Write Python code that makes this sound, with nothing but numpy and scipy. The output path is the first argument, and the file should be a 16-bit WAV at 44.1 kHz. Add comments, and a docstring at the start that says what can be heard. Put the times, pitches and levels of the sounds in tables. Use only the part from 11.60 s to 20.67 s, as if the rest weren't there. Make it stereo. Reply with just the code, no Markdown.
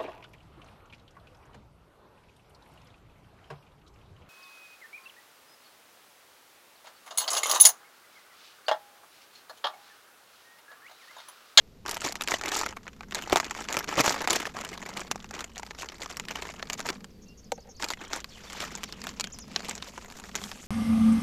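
"""A stiff plastic bag of dry groundbait is shaken down, opened and tipped over a plastic bucket, on grass outdoors.
The film makes single snaps, ringing pops and dense crackle, built from short pulses with noisy tails.
Bait slumps as bursts of low noise; something knocks the bucket in a pause, a tick with ringing tones.
Near the end fine crumbs pour as thousands of tiny clicks.
Small birds twitter in gliding whistles over the filtered noise of open air and a far rumble."""
import sys
import numpy as np
from scipy import signal
from scipy.fft import rfft, irfft, next_fast_len
from scipy.io import wavfile
from scipy.ndimage import uniform_filter1d

SR = 44100
rng = np.random.default_rng(int(sys.argv[2]) if len(sys.argv) > 2 else 0)


def unload_wav(signal):
    """Save mono or channel-first audio to the path in sys.argv[1] as 16-bit WAV at rate SR, clipped to [-1, 1]."""
    wavfile.write(
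        sys.argv[1],
        SR,
        np.round(np.clip(np.atleast_2d(signal).T, -1, 1) * 32767).astype(np.int16),
    )


N = 399987
TIME = np.arange(N) / SR
TOP_HZ = 16000  # upper edge of the whole sound


def undb(db):
    """Turn decibels into a gain."""
    return 10 ** (np.asarray(db) / 20)


def unit(x):
    """Scale to an rms of 1."""
    return x / np.sqrt(np.mean(x ** 2) + 1e-20)


def fade(t, t60):
    """Die away by 60 dB in t60 seconds."""
    return np.exp(-np.log(1000) * t / t60)


def stereo_noise(size):
    """Two unrelated channels of white noise."""
    return rng.standard_normal((2, size))


def curves(table):
    """Read each column of a timed table, sample by sample."""
    s, *columns = np.transpose(table)
    return [np.interp(TIME, s, c) for c in columns]


def add(out, s, sound):
    """Mix a sound in at time s."""
    i = max(int(s * SR), 0)
    out[:, i:i + sound.shape[-1]] += sound[..., :max(N - i, 0)]


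def walk(rate):
    """Slow chance: random levels, rate per second, joined by straight lines, with a spread near 1."""
    points = rng.standard_normal(4096)
    return 1.434 * np.interp(TIME * rate, np.arange(len(points)), points)


def response(points, size=2048):
    """Make a filter from an (f/Hz, level/dB) spectrum that never sounds ahead of its input."""
    hz, db = np.transpose(points)
    f = np.maximum(np.fft.rfftfreq(size, 1 / SR), 1)
    level_db = np.interp(np.log(f), np.log(hz), db)
    # folding the cepstrum forward gives minimum phase
    cepstrum = irfft(np.log(undb(level_db)))
    cepstrum[1:size // 2] *= 2
    cepstrum[size // 2 + 1:] = 0
    return irfft(np.exp(rfft(cepstrum)))


def colour(x, points, size=2048):
    """Filter a stereo sound with an (f/Hz, level/dB) spectrum."""
    return signal.fftconvolve(x, response(points, size=size)[None], axes=1)[:, :x.shape[1]]


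def band(x, hz, kind, order=2):
    """Keep one range of frequencies (Butterworth filter)."""
    return signal.sosfilt(signal.butter(order, hz, kind, fs=SR, output="sos"), x)


def spread(pair, apart_hz, bass_side=0.16):
    """Make left and right nearly alike in the bass and unrelated in the treble, as in a wide sound."""
    mid, side = pair
    size = next_fast_len(len(side), True)
    treble = (np.fft.rfftfreq(size, 1 / SR) / apart_hz) ** 4
    side_gain = np.sqrt((bass_side ** 2 + treble) / (1 + treble))
    side = irfft(rfft(side, size) * side_gain, size)[:len(mid)]
    return np.array([mid + side, mid - side])


def registers(x, body_hz=700, crisp_hz=2500):
    """Split a film sound into dull body, middle and crisp top."""
    body = band(x, body_hz, "low", order=4)
    middle = band(x, [body_hz, crisp_hz], "band", order=3)
    top = band(x, crisp_hz, "high", order=3)
    return [body, middle, top]


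# colour of the open air: f/Hz, level/dB
AIR_COLOUR = [(20, -1.5), (38, -9.5), (54, -3), (72, -2), (120, -8), (230, -21), (330, -16.5), (480, -16.5),
              (800, -25.5), (1600, -31), (4500, -32), (7400, -38), (8700, -44), (14200, -39), (16000, -95)]
# a far rumble that swells and sinks: t/s, level/dB (it wavers around this)
RUMBLE_LEVEL = [(0, -59.5), (1.2, -54), (3.0, -49.5), (3.44, -51.5), (3.48, -50), (3.54, -55), (4.2, -56.5),
                (4.8, -52.5), (5.3, -49), (5.8, -56), (6.6, -57), (7.1, -50.5), (7.6, -46), (7.75, -48.5),
                (7.95, -47), (8.2, -53), (8.6, -57), (8.83, -46), (9.07, -60)]
# colour of the rumble: f/Hz, level/dB
RUMBLE_COLOUR = [(90, -29.5), (150, -5.5), (205, 1), (260, -5.5), (330, -18.5), (450, -11.5), (800, -53.5)]


def outdoors(air_db=-53.5, breeze_db=-61, hum_db=-60, hum_hz=54, hum_drift_hz=2, waver_db=1.5):
    """Open air, a light breeze and a far rumble are filtered noise; a faint low hum is a drifting tone."""
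    air = unit(colour(spread(stereo_noise(N), apart_hz=2120, bass_side=0.69), AIR_COLOUR, size=8192))
    breeze = unit(band(stereo_noise(N), 44, "low"))
    hum_phase = 2 * np.pi * np.cumsum(hum_hz + hum_drift_hz * walk(6.7)) / SR
    hum = unit(np.sin(hum_phase) * undb(2 * walk(2.4)))
    rumble = unit(colour(spread(stereo_noise(N), apart_hz=2520, bass_side=0.12), RUMBLE_COLOUR))
    rumble_db = curves(RUMBLE_LEVEL)[0] + waver_db * walk(8.1)
    return undb(air_db) * air + undb(breeze_db) * breeze + undb(hum_db) * hum + undb(rumble_db) * rumble


# colour of one buckle of the film: f/Hz, level/dB
FILM_COLOUR = [(60, -23), (150, -22.5), (270, 0.5), (390, 2), (500, -3.5), (750, -4), (1100, -1.5),
               (2000, -1.5), (3200, -0.5), (7300, 2.5), (8600, -10), (14200, -14), (16000, -51)]


def buckle(flutter_db, flutter_t60, facet_db, uneven_db=4.0, sides_db=3, lowest_hz=850,
           facet_octaves=3.24, echo_db=-14.02, echo_t60=0.034, echo_hz=1800, size=2048):
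    """One facet of film flips: a sharp pulse with its own pitch, a flutter and dull echoes in the bucket."""
    t = np.arange(size) / SR
    hz = np.geomspace(200, 16000, 22)
    # broad facets pop low, tiny ones tick high
    octaves_off = np.log2(hz / lowest_hz) - facet_octaves * rng.random()
    facet = facet_db * np.exp(-octaves_off ** 2) + uneven_db * rng.standard_normal(len(hz))
    # samples between left and right; every crease lies elsewhere
    lag = 1.84 + 1.53 * rng.standard_normal()
    pulse = np.array([np.sinc(np.arange(size) - 10 - d) for d in (lag / 2, -lag / 2)])
    flutter = unit(spread(stereo_noise(size), apart_hz=3400) * fade(t, flutter_t60))
    echoes = spread(stereo_noise(size), apart_hz=3400) * fade(t, echo_t60)
    echoes = unit(band(echoes, echo_hz, "low"))
    # dividing by sqrt(size) sets each tail's energy against that of the pulse
    flip = pulse + (undb(flutter_db) * flutter + undb(echo_db) * echoes) / np.sqrt(size)
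    # short waves beam, so each side hears its own treble
    beams = sides_db * rng.standard_normal((2, len(hz))) * np.minimum(hz / 4000, 1)
    own = [np.convolve(f, response(np.c_[hz, facet + b], size=256))[:size] for f, b in zip(flip, beams)]
    return colour(np.array(own), FILM_COLOUR)


def swarm(rate, sizes, facets):
    """Scatter buckles at random moments; rate is buckles per second, one number or one per sample."""
    out = np.zeros((2, N))
    which = rng.integers(0, len(facets), N)
    for i in np.flatnonzero(rng.random(N) < rate / SR):
        add(out, i / SR, sizes[i] * facets[which[i]])
    return out


# light crackle of the bag as it hangs in the hands: t/s, level/dB
HOLDING = [(0, -73), (.24, -81), (.27, -50.5), (1.1, -55), (1.22, -60), (1.48, -66.5), (1.56, -48),
           (2.9, -53.5), (3.45, -52), (3.62, -58.5), (3.92, -60), (4.3, -52.5), (4.75, -54.5), (5.33, -50),
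           (5.48, -71.5), (6.16, -105), (6.2, -53), (6.56, -52), (6.63, -69), (6.95, -50.5), (7.5, -57.5),
           (7.7, -61), (7.86, -63.5), (7.96, -53), (8.15, -55.5), (8.55, -56), (9.07, -58.5)]
# each shake or squeeze sets off a burst of crackle:
# t/s, length/s, level/dB (at its end), crisp top/dB (against the middle)
SQUEEZES = [(0.25, 0.1, -42, -6), (0.428, 0.058, -36, 2), (0.689, 0.07, -34.5, 1),
            (0.828, 0.074, -38.5, -11), (0.909, 0.087, -36, 2.5), (1.013, 0.079, -41.5, -1.5),
            (1.555, 0.027, -37.5, -6), (1.7, 0.081, -43.5, -4), (1.819, 0.049, -43, -10),
            (1.955, 0.062, -42, -2), (2.082, 0.13, -39.5, -5.5), (2.27, 0.19, -39, -5),
            (2.367, 0.035, -25.5, -1.5), (2.43, 0.031, -32.5, -0.5), (2.453, 0.049, -30.5, 3),
            (2.504, 0.152, -38.5, -4), (2.679, 0.089, -32.5, 1.5), (2.774, .1, -40.5, -3),
            (2.943, 0.12, -44.5, -6), (3.105, 0.035, -43, -6), (3.21, 0.11, -45.5, -7),
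            (3.354, 0.059, -41.5, -2), (3.726, 0.096, -44.5, -4), (4.176, 0.05, -52.5, 9.5),
            (4.4, 0.035, -42.5, 0.5), (4.491, 0.017, -42.5, 2), (4.677, 0.15, -45.5, -4),
            (4.808, 0.1, -47.5, -2), (5.106, 0.023, -40.5, -2), (5.165, 0.026, -41.5, -1.5),
            (5.251, 0.038, -37, -1.5), (6.19, 0.034, -46, 2), (6.216, 0.029, -37, -2),
            (6.27, 0.048, -46, 1), (6.401, 0.044, -46, -5), (6.506, 0.077, -42, -2),
            (6.994, 0.04, -41.5, -0.5), (7.091, 0.1, -53.5, -4), (7.447, 0.05, -48.5, 3),
            (7.971, 0.091, -50, 1), (8.076, 0.03, -40.5, -7), (8.74, 0.078, -48.5, -1)]


def effort(attack_s=.009, release_s=.018, ease_db=3):
    """How hard the film is worked and how crisp it sounds (dB): squeezes rise, ease and let go."""
    middle = undb(curves(HOLDING)[0]) ** 2
    top = middle.copy()
    for s, length, db, crisp in SQUEEZES:
        on = slice(int(s * SR), int((s + length + 10 * release_s) * SR))
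        t = np.arange(len(TIME[on])) / SR
        shape = (1 - np.exp(-t / attack_s)) * np.exp(-np.maximum(t - length, 0) / release_s)
        # the target level starts ease_db higher and sinks during the squeeze
        burst = shape * undb(db + ease_db * (1 - np.minimum(t / length, 1)))
        middle[on] += burst ** 2
        top[on] += (burst * undb(crisp)) ** 2
    return 10 * np.log10(middle), 10 * np.log10(top / middle)


def crackle(rate=190, rate_per_db=0.08, size_db=5.0, rub_db=-26, body_db=-4, count=60):
    """Swarms of small buckles, denser under a harder grip, over the hiss of bait rubbing along the film."""
    db, crisp = effort()
    per_second = rate * np.exp(rate_per_db * (db - np.median(db)))
    sizes = undb(size_db * np.minimum(rng.exponential(size=N), 4)) * rng.choice([-1, 1], N)
    facets = [unit(buckle(flutter_db=5, flutter_t60=0.037, facet_db=11.5)) for _ in range(count)]
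    rub = unit(colour(spread(stereo_noise(N), apart_hz=3280), FILM_COLOUR))
    film = unit(swarm(per_second, sizes, facets)) + undb(rub_db) * rub
    heard = 0
    for part, level in zip(registers(film), (db + body_db, db, db + crisp)):
        # the hands' work is shared out among the creases that give way at that moment
        power = uniform_filter1d(np.mean(part ** 2, axis=0), size=2200)
        heard = heard + part * undb(level) / np.sqrt(np.maximum(power, 1e-9))
    return heard


def rattle(rate=110, under_hold_db=-6, size_db=3.5, muffle_hz=2100, count=16):
    """Seeds shift inside the hanging bag and tap the film: a swarm of soft, low, muffled pops."""
    sizes = undb(size_db * np.minimum(rng.exponential(size=N), 3))
    taps = [unit(buckle(flutter_db=0, flutter_t60=0.02, facet_db=22, lowest_hz=650, facet_octaves=1.4))
            for _ in range(count)]
    muffled = unit(band(swarm(rate, sizes, taps), muffle_hz, "low"))
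    return muffled * undb(curves(HOLDING)[0] + under_hold_db)


def crease(pop_hz, flutter_db=1.0, slack_db=3, slip_db=-9, slip_s=.007):
    """A crease gives way, taut or slack, and slips once more a moment later with its sides swapped."""
    first = buckle(flutter_db=flutter_db + slack_db * rng.standard_normal(), flutter_t60=0.017,
                   facet_db=7.0, uneven_db=3.0, lowest_hz=pop_hz, facet_octaves=0)
    lag = int(SR * slip_s * (.2 + rng.random()))
    return first + undb(slip_db) * np.roll(first[::-1], lag, axis=1)


# the loudest creases that buckle singly:
# t/s, level/dB (of the middle), crisp top/dB (against the middle), left minus right/dB (of the top)
SNAPS = [(.262, -33, -1.5, 4), (.282, -35, -2.5, 0), (.294, -41, 9, 2), (0.312, -39, 9.5, -4),
         (0.344, -42.5, 9.5, -2), (0.369, -33, -3, -2.5), (.407, -48, 10, -1), (.418, -34, -1.5, 1),
         (.449, -39.5, 9.5, -3), (0.5239, -40, 9.5, 1), (0.5554, -34.5, 0, -2), (0.61, -30.5, 1, 1),
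         (0.6205, -33.5, -0.5, -13), (.637, -43, 8, -3), (0.6756, -30.5, 1.5, -1), (0.685, -29, -1.5, -3),
         (.719, -25.5, -10, -2), (0.8124, -33, -3.5, 3), (.837, -33, -6, -1), (0.859, -34.5, 6.5, -1),
         (.882, -35.5, 2, -10), (0.889, -35, 2, 5), (.919, -29.5, -3, -4), (.953, -36, 6.5, 1),
         (0.968, -39.5, 12, -1), (0.9786, -37, 0, -2), (.991, -37.5, 9.5, 0), (1.013, -28, -1, 1),
         (1.126, -39.5, -12, -1), (1.1693, -36, -11.5, -4), (1.268, -40.5, -21, -4),
         (1.2796, -38.5, -10, 1), (1.4082, -38.5, -14, -4), (1.433, -44, -11, 0), (1.5102, -45, 1.5, 0),
         (1.523, -35.5, -7, -1), (1.5469, -32, 7, -1), (1.554, -33.5, 5, 0), (1.6145, -48, 3, -7),
         (1.6227, -38, 1, -2), (1.698, -34.5, -1.5, 2), (1.7233, -36, 0.5, 24.5), (1.7302, -27, -2.5, -11),
         (1.759, -19, -4.5, 3), (1.7709, -23.5, -1.5, -2), (1.781, -34, -2, 0), (1.8002, -24, -2.5, -1),
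         (1.8048, -45, 7.5, -7), (1.845, -41, 5.5, -2), (1.9098, -30, 0, 0), (1.95, -37, -9, -4.5),
         (2.0417, -46, 4, 1), (2.087, -32.5, 1.5, 0), (2.127, -36.5, 9, 0), (2.143, -32, -3, -2),
         (2.1689, -24.5, -3, 0), (2.1906, -34.5, 7.5, 0.5), (2.243, -37, -0.5, 1), (2.291, -33, -3, -2),
         (2.314, -41, -3, -3), (2.34, -36, -4, 0), (2.407, -22.5, 1.5, -3), (2.461, -23.5, -1, 4.5),
         (2.4951, -32, 8, 0), (2.523, -33, -2, 0), (2.543, -34, -1, 0), (2.6189, -31.5, -2.5, 0),
         (2.6748, -22.5, -2.5, 0.5), (2.7063, -29.5, 9.5, 0.5), (2.731, -38, 12, 0), (2.759, -33.5, 9.5, 0),
         (2.803, -38.5, 8.5, -1), (2.989, -37, -2.5, -1), (3.012, -39.5, 6.5, 2), (3.049, -38, 4.5, -2),
         (3.09, -44, 7, -2), (3.177, -40.5, -2, -5), (3.227, -39, -7, -1), (3.291, -45.5, 7, -4),
         (3.3718, -33.5, 2.5, -1), (3.395, -37, -7, -4), (3.5137, -29.5, 4.5, -5.5), (3.603, -52, 4, -4),
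         (3.644, -41.5, -8.5, -4), (3.71, -39, -2, -4), (3.7498, -40.5, 2, -1), (3.792, -46, 9.5, 0),
         (3.807, -36, 1, 0), (3.8429, -40, 4.5, -1), (3.959, -46, 2, -1), (3.969, -41.5, -15, 1),
         (3.98, -45, 5.5, -12), (4.0318, -36.5, -8, -1), (4.065, -47.5, 3.5, -2), (4.1086, -37.5, -5, 2),
         (4.187, -44.5, 1, 2), (4.221, -37.5, 0.5, -2), (4.231, -34.5, -12, -2), (4.245, -43, -6, 0),
         (4.288, -42.5, 5.5, -1), (4.321, -43.5, -9, 0), (4.424, -44, 4, -5), (4.434, -52, 8, 4),
         (4.46, -37, -4.5, -3), (4.5006, -41, -0.5, -3), (4.508, -57, 12, -3), (4.5699, -38.5, 8.5, -2),
         (4.5982, -34, 1, -2), (4.653, -48.5, 2, 1), (4.685, -36, 1.5, -2.5), (4.71, -35, 0.5, -4),
         (4.7575, -34, 0.5, -3), (4.773, -42, -8, -1), (4.822, -36.5, 0, -5), (4.89, -38.5, -14, -2),
         (4.904, -48, 3, -2), (4.996, -39, -24, -4), (5.027, -32.5, -5, 0), (5.1, -32, 1.5, -4),
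         (5.1323, -43.5, 15, -1), (5.186, -46, -11, 2), (5.204, -34.5, 1.5, -2), (5.268, -51, 11.5, -2),
         (5.289, -29.5, 0, -3), (5.302, -36, 3.5, 3), (5.444, -44.5, 0.5, 0), (6.225, -32.5, 1.5, -3),
         (6.243, -36, 7.5, 2), (6.286, -53, 18, -4), (6.304, -30, -1, -8), (6.373, -48, -10, -1),
         (6.5327, -30.5, 1.5, -3.5), (6.561, -45.5, 9, -5), (6.604, -49, 7, 5), (6.644, -39.5, 2, -5),
         (6.9, -44.5, 3, -4), (6.923, -45.5, 0, 5), (6.931, -39.5, -2, -2), (7.004, -40.5, 6, -2),
         (7.013, -41, -2, 0), (7.021, -44, -2, 0), (7.0505, -40, 0.5, 3), (7.153, -40, 7.5, 0),
         (7.2337, -36, -1, 2), (7.239, -39, 6, 2), (7.325, -45, 8, 1), (7.417, -44.5, 5.5, 0),
         (7.44, -38.5, 0, -2), (7.4692, -34, -1, -2), (7.492, -42.5, 6, 0), (7.598, -33.5, 7, -1),
         (7.609, -36, 5, 14), (7.6418, -36, 4, 4), (7.6723, -43, 1, -1), (7.7877, -48, 8.5, 2),
         (7.9615, -27.5, 5, 2), (8.0471, -42, 1, 5), (8.085, -47.5, 8, 7), (8.095, -42.5, 12.5, -2),
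         (8.111, -37, 2, 3), (8.1532, -44.5, 7.5, 0), (8.179, -45.5, 6, -1), (8.225, -39, 3.5, 0),
         (8.244, -52, 6, 3), (8.378, -36, -9, -2), (8.4466, -46, -4, 0), (8.501, -48, 0, -1),
         (8.523, -47, 1, 0), (8.599, -45.5, 4.5, 1), (8.639, -42, -6, -1), (8.693, -46.5, -5, -6),
         (8.754, -31, 1.5, 4.5), (8.7587, -39.5, 8.5, -5), (8.8162, -44, -2, -2), (8.839, -40, 5.5, .5),
         (8.9159, -38.5, -2.5, -8)]


def snaps(middle_pop_hz=1470, crisp_db_per_octave=3.5, body_db=-14, body_lean=0.51, middle_lean=0.26):
    """Loud single buckles: the crisper a snap, the smaller its facet and the higher it pops."""
    out = np.zeros((2, N))
    span = .008 * SR  # a level counts all the energy as if it fell within 8 ms
    for s, db, crisp, pan in SNAPS:
        pop_hz = middle_pop_hz * 2 ** (crisp / crisp_db_per_octave)
        parts = registers(crease(pop_hz))
        levels = (db + body_db, db, db + crisp)
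        # body and middle lean less to one side than the top
        for part, level, lean in zip(parts, levels, (body_lean, middle_lean, 1)):
            gain = undb(level + lean * np.array([[pan], [-pan]]) / 2)
            even = part * np.sqrt(span / np.sum(part ** 2, axis=1, keepdims=True))
            add(out, s - .0003, gain * even)
    return out


# the bait slumps against the bag: t/s, level/dB (rms of the first 15 ms), decay t60/s
SLUMPS = [(0.446, -35, 0.059), (0.718, -38, 0.078), (1.012, -41, 0.035), (1.727, -21.5, 0.049),
          (1.758, -29.5, 0.11), (2.169, -32, 0.045), (2.377, -23.5, 0.11), (2.401, -22, 0.042),
          (2.482, -34.5, 0.31), (2.71, -30.5, 0.12), (3.513, -33, 0.025), (5.301, -33.5, 0.027)]
# colour of a slump: f/Hz, level/dB
SLUMP_COLOUR = [(55, -12), (90, -1.5), (140, 2), (200, -1.5), (370, 8), (520, -1.5), (800, 1.5), (1200, 2),
                (2000, -29)]


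def slumps(size=8192):
    """The mass of bait drops into a corner of the bag: a soft, low thud of fading noise."""
    out, t = np.zeros((2, N)), np.arange(size) / SR
    for s, db, t60 in SLUMPS:
        grains = spread(stereo_noise(size), apart_hz=4000)
        thud = colour(grains * fade(t, t60), SLUMP_COLOUR)
        add(out, s, undb(db) * thud / np.sqrt(np.mean(thud[:, t < .015] ** 2)))
    return out


# a taut panel of the bag pops over and rings for a few cycles:
# t/s, pitch f/Hz, level/dB (of the ring), t60/s, crease tick/dB (against the ring)
POPS = [(.741, 1960, -27.5, .02, -10), (1.035, 1270, -31.5, .022, -6), (1.063, 1390, -30.5, .018, -4),
        (1.675, 870, -36.5, .02, -12), (1.7095, 890, -35, .012, -11.5), (1.7277, 780, -18.5, .011, -9),
        (2.479, 1040, -22, .005, -10), (2.8185, 2060, -39, .016, -9), (2.8546, 1770, -30.5, .014, -11),
        (2.968, 1120, -36.5, .02, -5), (3.5586, 800, -37.5, .016, -2), (3.997, 950, -39.5, .02, -3.5),
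        (4.853, 980, -42, .018, -9), (6.336, 2030, -34, .02, -4), (7.04, 1320, -36, .02, -5)]


def pops(overtone_ratio=1.42, overtone_db=-7, size=2048):
    """Each panel flips with a tick and rings in two short modes."""
    out, t = np.zeros((2, N)), np.arange(size) / SR
    span = .008 * SR  # a level counts all the energy as if it fell within 8 ms
    for s, hz, db, t60, tick_db in POPS:
        phase = 2 * np.pi * hz * t
        modes = np.sin(phase) + undb(overtone_db) * np.sin(overtone_ratio * phase)
        ring = unit(modes * fade(t, t60))
        tick = unit(buckle(flutter_db=1.0, flutter_t60=0.022, facet_db=0))
        add(out, s - .0003, undb(db) * (ring + undb(tick_db) * tick) * np.sqrt(span / size))
    return out


# knocks and nudges on the bucket: t/s, relative level/dB, hard tick/dB (relative), contact time/s
KNOCKS = [(5.302, -37, -2, 0.00013), (5.9192, -14, -8, 0.000046), (5.978, -32, -18, 0.007),
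          (6.048, -41.5, -28, 0.019), (6.072, -35.5, -18, 0.015)]
# ringing tones of the bucket wall: f/Hz, level/dB, t60/s
BUCKET_MODES = [(264, -19, .09), (350, -15, .025), (474, -10, .063), (560, -7, .03), (690, -13, .03),
                (781, -6, .033), (926, -14, .04), (1254, -22, .025), (1560, -21, .028), (1850, -19, .017),
                (2191, -20, .024), (2720, -20, .012)]


def knocks(wall_low_hz=330, tick_decay_s=0.0033, size=8192):
    """A tap ticks and the bucket wall rings briefly; a soft nudge drags and mostly stirs the wall."""
    out, t = np.zeros((2, N)), np.arange(size) / SR
    ring = np.zeros(size)
    for k, (hz, db, t60) in enumerate(BUCKET_MODES):
        # neighbouring modes swing in opposite directions
        ring += (-1) ** k * undb(db) * np.sin(2 * np.pi * hz * t) * fade(t, t60)
    for s, db, tick_db, contact in KNOCKS:
        rough_push = np.exp(-t / contact) * rng.exponential(size=size) ** 2
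        # the small wall radiates little of the bass
        wall = band(signal.fftconvolve(rough_push, ring)[:size], wall_low_hz, "high")
        wall *= np.std(ring) / np.std(wall)
        tick = spread(stereo_noise(size), apart_hz=2970) * np.exp(-t / tick_decay_s)
        add(out, s, undb(db) * (undb(tick_db) * colour(tick, FILM_COLOUR) - wall))
    return out


# runs of one syllable: start t/s, syllable, repeats, period/s, first level/dB, growth per repeat/dB
SONG = [(5.43, "thin", 2, .26, -63, -3), (5.66, "pipe", 1, .012, -56.5, 0), (5.503, "fall", 1, .16, -59, 0),
        (5.616, "buzz", 4, .158, -54, 2), (5.665, "rise", 4, .16, -53.5, 1.2),
        (5.682, "fall", 4, .161, -50, 1), (5.706, "flick", 4, .158, -56, 2),
        (6.378, "trill", 7, .035, -46, 0), (6.687, "twitter", 2, .143, -43, 2.5),
        (7.116, "twitter", 2, .143, -45.5, 0), (7.44, "slur", 2, .152, -47, 2),
        (7.563, "fall", 1, .16, -45, 0), (7.73, "far", 1, .16, -58, 0), (7.718, "chip", 2, .077, -42, .5)]


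def syllables():
    """List every note of the song as (t/s, syllable, level/dB)."""
    notes = []
    for s, name, repeats, period, db, growth in SONG:
        for k in range(round(repeats)):
            notes.append((s + k * period, name, db + k * growth))
    return notes


# central pitch path of each named bird syllable: t/s (from its start), f/Hz
SYLLABLES = { "buzz": [(0, 6150), (.032, 5850)], "rise": [(0, 3930), (.006, 4500), (.011, 4750),
             (.018, 4470), (.028, 4150)], "fall": [(0, 7300), (.004, 6050), (.009, 5300), (.015, 5000)],
             "flick": [(0, 5340), (.013, 4700)], "trill": [(0, 4570), (.01, 3400), (.024, 2840)],
             "twitter": [(0, 4300), (.01, 6000), (.013, 4460), (.022, 4600), (.036, 3280), (.044, 3600),
             (.054, 3550), (.08, 2700)], "slur": [(0, 2500), (.025, 2250), (.05, 2600), (.065, 3300),
             (.08, 2900)], "chip": [(0, 4580), (.008, 6600), (.016, 7300), (.021, 5300), (.027, 6200),
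             (.032, 4930), (.042, 5300)], "pipe": [(0, 2720), (.02, 2780), (.085, 2830)], "far": [(0, 3600),
             (.16, 3490)], "thin": [(0, 4570), (.22, 4660)]}


def birds(buzz_hz=210, buzz_depth_hz=680, flicker_db=2, trees_db=-7, trees_t60=0.16,
          left_late_s=0.00013, size=16384):
    """Near-pure whistles run through quick syllables, off to the right; foliage scatters them."""
    out = np.zeros((2, N))
    late = np.array([[left_late_s], [0]])
    for s, name, db in syllables():
        at, hz = np.transpose(SYLLABLES[name])
        t = np.arange(int(at[-1] * SR)) / SR
        pitch = np.interp(t, at, hz) * (1 + 0.0115 * rng.standard_normal())
        if name == "buzz":
            pitch = pitch + buzz_depth_hz * np.sin(2 * np.pi * buzz_hz * t)
        swell = np.abs(np.sin(np.pi * t / at[-1])) ** 0.3
        whistle = np.sin(2 * np.pi * (np.cumsum(pitch) / SR - late * pitch))
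        add(out, s, undb(db) * swell * whistle)
    out *= undb(flicker_db * walk(120))
    t = np.arange(size) / SR
    scatter = unit(stereo_noise(size) * fade(t, trees_t60)) / np.sqrt(size)
    return out + undb(trees_db) * signal.fftconvolve(out, scatter, axes=1)[:, :N]


# crumbs sliding in the tilted bag, then running out:
# t/s, level/dB (before the flow varies and dust is added), fizz of the finest dust/dB (added treble)
POUR = [(0, -120, -31.5), (6.6, -100, -19.5), (6.7, -54, 10.5), (6.9, -50.5, -4), (7.02, -37, -13),
        (7.1, -53, -15), (7.3, -54.5, -20), (7.5, -58, -30), (7.75, -64, -11), (7.92, -54.5, -15.5),
        (8.05, -47.5, -23), (8.3, -52.5, 6), (8.6, -62.5, 15), (8.85, -49, 11), (9.07, -58, 18)]
# colour of the crumbs: f/Hz, level/dB
POUR_COLOUR = [(200, -21), (500, 6), (1100, 4), (2500, 5.5), (7300, -3.5), (8800, -16.5), (14200, -21.5),
               (16000, -52)]


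def pour(grains_per_khz=300, size_db=0.5, flow_db=3.2, fizz_hz=7500, patchy_db=2, patches_per_s=42, count=12):
    """Crumbs slide over the film and land in the bucket: a few coarse ones tick low, many fine ones high."""
    db, fizz_db = curves(POUR)
    edges = np.geomspace(350, TOP_HZ, count + 1)
    sizes = rng.choice([-1, 1], (2, N)) * undb(size_db * np.minimum(rng.exponential(size=(2, N)), 4))
    grains = 0
    for low, high in zip(edges, edges[1:]):
        per_second = grains_per_khz * (high - low) / 1000
        lands = rng.random((2, N)) < per_second / SR
        clumps = undb(patchy_db * walk(patches_per_s))  # crumbs of like size slide together
        grains = grains + clumps * band(unit(sizes * lands), [low, high], "band")
    crumbs = unit(colour(spread(grains, apart_hz=3000), POUR_COLOUR))
    # filtered forwards and backwards, so the dust stays in step with the crumbs
    dust = signal.sosfiltfilt(signal.butter(2, fizz_hz, "high", fs=SR, output="sos"), crumbs)
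    return (crumbs + undb(fizz_db) * dust) * undb(db + flow_db * walk(35))


def scene():
    """Bag, bait and bucket close by; birds and rumble far off."""
    surroundings = outdoors() + birds()
    bag = crackle() + rattle() + snaps() + pops()
    bait_and_bucket = slumps() + knocks() + pour()
    return surroundings + bag + bait_and_bucket


def record(dry):
    """Clip at full scale, then cut the treble steeply above TOP_HZ."""
    low_pass = signal.ellip(8, .2, 70, TOP_HZ, fs=SR, output="sos")
    return signal.sosfilt(low_pass, np.clip(dry, -1, 1))


dry = scene()
out = record(dry)
unload_wav(out)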